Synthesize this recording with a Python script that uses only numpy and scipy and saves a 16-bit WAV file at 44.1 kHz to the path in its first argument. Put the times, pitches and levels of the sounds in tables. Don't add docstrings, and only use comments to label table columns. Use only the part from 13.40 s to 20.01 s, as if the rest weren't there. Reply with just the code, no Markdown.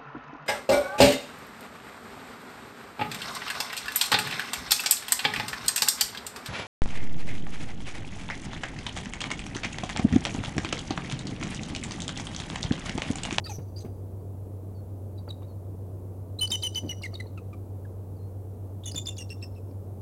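import sys
import numpy as np
from scipy import signal
from scipy.fft import rfft, irfft
from scipy.io import wavfile
from scipy.ndimage import map_coordinates

SR = 44100
rng = np.random.default_rng(int(sys.argv[2]) if len(sys.argv) > 2 else 0)


def to_wav(sig):
    pcm = np.clip(np.atleast_2d(sig), -1, 1) * 32767
    pcm = np.round(pcm).astype(np.int16)
    wavfile.write(sys.argv[1], SR, pcm.T)


N = 291501

CHITTER_ARCH = .022


def eagle():
    return squeals() + chitters() + double_notes() + short_calls()


def chitters():
    # (start t/s, length t/s, attack t/s, pitch f/Hz, fall as a share of pitch, level/dB,
    # fade in dB per s, 2nd harmonic level/dB, 3rd harmonic level/dB, squeak level/dB)
    held_notes = [ (3.005, .060, .018, 3025, -.004, -25, 140, -18, -11, -58),
                  (3.231, 0.052, .0045, 3025, .05, -26.3, 15, -10.5, -14.5, -35.5),
                  (3.354, .042, .005, 3015, 0.031, -26.7, 15, -9.5, -21, -37.5),
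                  (3.490, .036, .005, 2925, 0.048, -31, 70, -6.5, -26, -49),
                  (3.798, .016, .005, 2015, 0.054, -34, 20, -9, -24, -66),
                  (5.900, .037, .005, 2740, 0.021, -44, -60, -1, -7.5, -49.5),
                  (6.022, 0.03, .005, 2680, 0.0056, -45, 200, 0.5, -13, -61),
                  (6.155, .040, .010, 2640, 0.035, -61.5, 20, -11, -13, -65.5)]
    squeak_lead_s = .0105
    out = np.zeros(N)
    for start, length, attack, hz, fall, db, fade, second_db, third_db, squeak_db in held_notes:
        add(out, start - squeak_lead_s, undb(squeak_db) * squeak(hz))
        held = note(length, hz, fall, CHITTER_ARCH, second_db, third_db, roughness(db),
                    fade_db_per_s=fade, attack=attack)
        add(out, start, undb(db) * held)
    return out


def double_notes():
    # (start t/s, length t/s, low voice f/Hz, fall as a share of pitch,
    # low voice level/dB, high voice f/Hz, high voice length t/s, high voice level/dB,
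    # 2nd harmonic level/dB, sum tone level/dB, squeak level/dB)
    voice_pairs = [ (3.113, 0.051, 3070, 0.065, -25, 3723, .012, -23, -11, -41, -33.5),
                   (3.630, 0.041, 2090, .16, -33.5, 2785, 0.012, -37.5, -14.5, -48, -40.5),
                   (5.455, 0.054, 2960, 0.014, -47, 3490, .048, -40.5, -7, -38.5, -66),
                   (5.556, 0.05, 2900, 0.017, -54, 3535, .046, -32, -4.5, -50, -37.5),
                   (5.665, 0.072, 2790, .04, -54.5, 3533, .037, -31.5, -8, -47, -40.5),
                   (5.777, 0.056, 2825, 0.037, -44, 3400, 0.018, -44.5, 0.5, -45, -45)]
    squeak_lead_s, low_lag_s = .0125, .0055
    high_fall, high_rough = .01, .36
    first_pulse_gap_s, pulse_gap_every_s, gap_depth = .016, .0214, .83
    upper_sum_db = -10
    out = np.zeros(N)
    for (start, length, low_hz, fall, low_db, high_hz, high_s, high_db,
         second_db, sum_db, squeak_db) in voice_pairs:
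        third_db = second_db - 5.5
        low = note(length - low_lag_s, low_hz, fall, CHITTER_ARCH, second_db, third_db,
                   roughness(low_db), fade_db_per_s=15)
        high = note(high_s, high_hz, high_fall, 0, second_db, third_db=-18, rough=high_rough,
                    tremor_db=2.0, fade_db_per_s=5)
        both = note(high_s, low_hz + high_hz, high_fall, 0, second_db=-22, third_db=-30, rough=.4,
                    fade_db_per_s=150)
        for hz in (2 * low_hz + high_hz, low_hz + 2 * high_hz):
            upper = note(high_s, hz, high_fall, 0, second_db=-30, third_db=-30.5, rough=.4)
            both = both + undb(upper_sum_db) * upper
        add(out, start - squeak_lead_s, undb(squeak_db) * squeak(high_hz))
        t = np.arange(len(high)) / SR
        dips = np.cos(np.pi * (t - first_pulse_gap_s) / pulse_gap_every_s) ** 10
        chop = 1 - gap_depth * dips
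        add(out, start, chop * (undb(high_db) * high + undb(sum_db) * both))
        add(out, start + low_lag_s, undb(low_db) * low)
    return out


def squeak(pitch):
    usual_squeak_hz, usual_note_hz, follow = 4480, 3000, .6
    squeak_hz = usual_squeak_hz * (pitch / usual_note_hz) ** follow
    return note(.013, squeak_hz, fall=.35, arch=.02, second_db=-20.5, third_db=-25, rough=1.07)


def squeals():
    # (start t/s, length t/s, pitch f/Hz, level/dB, break after t/s, length after the break t/s,
    # level after the break/dB)
    squeal_list = [(0.038, 0.0406, 4660, -40, .055, .080, -43.5),
                   (.358, .042, 4780, -45.5, .022, .055, -55)]
    rise, break_ratio, break_fall = .06, 1.295, .075
    scrape_s, scrape_ratio, scrape_db = .034, .85, -10.5
    out = np.zeros(N)
    for start, length, hz, db, break_s, harsh_s, harsh_db in squeal_list:
        first = note(length, hz, -rise, arch=0.016, second_db=-24, third_db=-26, rough=.48, attack=.009)
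        add(out, start, undb(db) * first)
        harsh = note(harsh_s, break_ratio * hz, break_fall, arch=0.014, second_db=-15, third_db=-25,
                     rough=.75, fade_db_per_s=80)
        add(out, start + break_s, undb(harsh_db) * harsh)
        scrape = note(scrape_s, scrape_ratio * hz, 0, 0, second_db=-8, third_db=-16, rough=1.32)
        add(out, start + length, undb(db + scrape_db) * scrape)
    return out


def short_calls():
    # (start t/s, length t/s, pitch f/Hz, rise as a share of pitch, level/dB,
    # 2nd harmonic level/dB, roughness 0-1)
    yelp_list = [(2.986, 0.021, 4140, .03, -33.5, -19, 0.23), (3.071, .012, 4600, .22, -36, -12, 0.7),
                 (5.433, .026, 3690, .09, -48.5, -14, 0.63), (5.510, 0.0157, 4750, 0.2, -41, -6, 0.8)]
    # (start t/s, length t/s, pitch f/Hz, level/dB)
    chip_list = [(1.775, .025, 3900, -55.5), (1.778, 0.025, 4640, -61), (1.886, 0.011, 4550, -47),
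                 (1.893, .009, 3940, -48), (1.901, 0.013, 3895, -38.5), (2.025, .009, 3700, -61),
                 (3.737, .014, 4400, -40), (3.749, 0.013, 3820, -38), (3.865, 0.012, 4270, -56)]
    # (start t/s, length t/s, pitch f/Hz, level/dB, 2nd harmonic level/dB, 3rd harmonic level/dB)
    cluck_list = [(0.055, 0.018, 1810, -48, -22, -29), (.061, 0.022, 1273, -44.5, -5, -2.5),
                  (0.092, .040, 815, -40.5, -27, -10), (3.516, .019, 2040, -45, -19, -21),
                  (3.973, .023, 1284, -48.5, 0.5, -14), (4.127, 0.0247, 1188, -49, -2, -24),
                  (4.447, 0.014, 1660, -55, -24, -26), (6.308, .008, 2380, -67, 1, -12)]
    out = np.zeros(N)
    for start, length, hz, rise, db, second_db, rough in yelp_list:
        yelp = note(length, hz, -rise, arch=.11, second_db=second_db, third_db=-25, rough=rough)
        add(out, start, undb(db) * yelp)
    for start, length, hz, db in chip_list:
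        chip = note(length, hz, fall=.065, arch=0, second_db=-23.5, third_db=-30, rough=.4)
        add(out, start, undb(db) * chip)
    for start, length, hz, db, second_db, third_db in cluck_list:
        cluck = note(length, hz, fall=.145, arch=0, second_db=second_db, third_db=third_db, rough=.56)
        add(out, start, undb(db) * cluck)
    return out


def roughness(db):
    loud_rough, rough_per_db, loud_db = .21, .012, -25.5
    return np.clip(loud_rough + rough_per_db * (loud_db - db), .05, 1)


def note(length, pitch, fall, arch, second_db, third_db, rough, side_ratio=1.3, coupling=0.087,
         tremor_hz=56, tremor_db=1.0, tremor_lag=.0025, follow=.45, fade_db_per_s=40, dulling=1.6,
         attack=.0053, waver=.003):
    # (f/Hz, relative level/dB)
    rasp_shape = [(500, -3), (1500, -6.5), (3000, -2), (5500, -11.5), (8000, -5.5), (12000, -10.5),
                  (16000, -22)]
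    t, hz, envelope = glide(length, pitch, fall, arch, attack=attack, release=min(.009, 0.3 * length))
    rough_jitter = rough ** 1.45 * (.06 * wobble(t, 1496) + .014 * wobble(t, 220))
    jitter = rough_jitter + waver * wobble(t, 70)
    phase = 2 * np.pi * np.cumsum(hz * (1 + jitter)) / SR
    side = side_ratio * phase + rng.uniform(0, 2 * np.pi)
    buzz = sum(np.sin(k * side) / k for k in range(1, 4))
    phase = phase + coupling * undb(3.3 * wobble(t, 110)) * buzz
    tremor = tremor_db * np.sin(2 * np.pi * tremor_hz * (t - tremor_lag))
    fade = fade_db_per_s * (t - length / 2)
    envelope = envelope * undb(-fade)
    dull = dulling * fade
    upper_db = -22.5 + 0.21 * (second_db + third_db)
    tone = undb(1.1 * wobble(t, 131.5) + follow * tremor) * np.sin(phase)
    for k, db in enumerate([second_db, third_db, upper_db, upper_db], start=2):
        tilt = dull if k == 2 else -dull
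        strength = undb(db + tremor + tilt + 3.02 * wobble(t, 130))
        below_limit = k * hz < SR / 2
        tone += strength * np.sin(k * phase) * below_limit
    shake = 1 + rough * (0.4 * wobble(t, 498) + 0.22 * wobble(t, 2400))
    spurts = undb(3 * wobble(t, 700))
    rasp = (undb(-37) + rough * undb(-16)) * spurts * noise(rasp_shape, size=8192)[:len(t)]
    return envelope * (tone * shake + rasp)


def glide(length, pitch, fall, arch, attack, release):
    t = np.arange(int(length * SR)) / SR
    u = t / length - .5
    hz = pitch * (1 - fall * u - arch * (2 * u) ** 2)
    edges = np.clip(t / attack, 0, 1) * np.clip((length - t) / release, 0, 1)
    return t, hz, np.sin(np.pi / 2 * edges) ** 2


def whistles():
    # (start t/s, length t/s, pitch f/Hz, fall as a share of pitch, peak level/dB)
    whistle_list = [(.785, .035, 4580, 0.042, -78), (1.344, 0.068, 4400, 0.069, -68.5),
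                    (2.076, 0.06, 4300, .09, -69), (4.76, 0.021, 4570, .055, -68.5),
                    (4.782, .098, 4190, -.035, -73)]
    out = np.zeros(N)
    for start, length, pitch, fall, db in whistle_list:
        t, hz, envelope = glide(length, pitch, fall, arch=-.01, attack=.008, release=0.01)
        tone = np.sin(2 * np.pi * np.cumsum(hz) / SR)
        add(out, start, undb(db) * envelope * tone)
    return out


def knocks_and_clicks(crack_t60=0.12, contact=0.0028):
    # (start t/s, thud level/dB, crack level/dB, ring pitch ratio, rattle length t/s)
    knock_list = [(.185, -27.5, -44, 0.836, .005), (0.447, -26.5, -41.5, 0.92, .015),
                  (1.877, -38.5, -44, 2.32, 0.013), (2.020, -44.5, -47, 2, .005),
                  (3.101, -36.5, -39.5, 1.64, .005), (3.433, -29.5, -50, 1.05, .064),
                  (3.613, -41.5, -55, 2.1, .005), (3.732, -43, -55, 2.33, .005),
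                  (3.857, -41.5, -54, 2.05, .005), (5.545, -32, -41, 1.28, .005)]
    # (f/Hz before the pitch ratio, level/dB,
    # time to fall by 60 dB t/s)
    nest_modes = [(155.7, -3.5, 0.14), (259, 4.5, 0.043), (342, 3, 0.024), (520, 1.5, 0.022),
                  (750, -11, 0.0196)]
    # (f/Hz, relative level/dB)
    crack_shape = [(300, 8.5), (1200, -8.5), (2500, -14), (6000, -34), (16000, -21)]
    bounce_s, rattle_fade_db = .0131, 11.5
    out = np.zeros(N)
    t = np.arange(SR // 10) / SR
    push = np.clip(t / contact, 0, 1)
    for start, thud_db, crack_db, ratio, rattle_s in knock_list:
        for delay in np.arange(0, rattle_s, bounce_s):
            detune = ratio * (1 + 0.092 * rng.standard_normal(len(nest_modes)))
            thud = np.zeros(len(t))
            for (hz, db, t60), pitch_ratio in zip(nest_modes, detune):
                thud += undb(db - 60 * t / t60) * np.sin(2 * np.pi * hz * pitch_ratio * t)
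            crack = noise(crack_shape, len(t)) * np.exp(-np.log(1000) * t / crack_t60)
            strength = undb(-rattle_fade_db * (delay / rattle_s) ** 2)
            knock = undb(thud_db) * thud + undb(crack_db) * crack
            add(out, start + delay, strength * push * knock)
    return out


def trees(x, wet_db=-18, t60=0.85, low_hz=4300, high_hz=8500, flicker_db=3, flicker_rate=45,
          sway_s=.00003, sway_rate=25):
    # (delay t/s, level/dB)
    echo_list = [(0.011, -16), (0.019, -10.5), (.036, -18), (.088, -42)]
    t = np.arange(SR // 2) / SR
    decay = np.exp(-np.log(1000) * t / t60)
    scatter = rng.standard_normal(len(t)) ** 3 * decay * np.clip(t / .015, 0, 1)
    tail = signal.fftconvolve(x, undb(wet_db) * scatter / np.linalg.norm(scatter))[:N]
    now = np.arange(N) / SR
    swaying_time = now + sway_s * wobble(now, sway_rate)
    out = map_coordinates(tail, [swaying_time * SR]) * undb(flicker_db * wobble(now, flicker_rate))
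    for delay, db in echo_list:
        add(out, delay, undb(db) * x)
    return signal.sosfilt(signal.butter(1, [low_hz, high_hz], "bandpass", fs=SR, output="sos"), out)


def background(night_db=-45.0, sway_db=0.2):
    hum_pitches = (71.5, 95.87, 103.71)
    hum_levels = (-56.5, -35.5, -44.5)
    # (f/Hz, relative level/dB)
    night_shape = [(25, -10), (65, 3.5), (130, 1.5), (250, -1), (450, -2.5), (700, -11), (1100, -22),
                   (1800, -37.5), (3000, -41.5), (5000, -43), (8000, -39), (11000, -36), (16000, -37)]
    t = np.arange(N) / SR
    hum = sum(undb(db) * np.sin(2 * np.pi * hz * t) for hz, db in zip(hum_pitches, hum_levels))
    air = noise(night_shape, N)
    rumble = signal.sosfilt(signal.butter(1, 1200, fs=SR, output="sos"), air)
    sway = undb(sway_db * wobble(t, 11)) - 1
    return hum + undb(night_db) * (air + rumble * sway)


def undb(db):
    return 10 ** (np.asarray(db) / 20)


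def noise(points, size):
    hz, db = np.transpose(points)
    freqs = np.maximum(np.arange(size // 2 + 1) * SR / size, 1)
    gain = undb(np.interp(np.log(freqs), np.log(hz), db))
    x = irfft(rfft(rng.standard_normal(size)) * gain, size)
    return x / x.std()


def wobble(t, rate):
    values = rng.standard_normal(size=1024)
    return map_coordinates(values, [t * rate], order=3, mode="wrap")


def add(track, start, x):
    i = max(int(start * SR), 0)
    track[i:i + len(x)] += x[:len(track) - i]


def scene():
    calls = eagle() + whistles()
    return (calls + trees(calls) + knocks_and_clicks() + background())[None]


def record(dry):
    top_hz = 15900
    return signal.sosfilt(signal.ellip(10, .2, 80, top_hz, fs=SR, output="sos"), dry)


dry = scene()
out = record(dry)
to_wav(out)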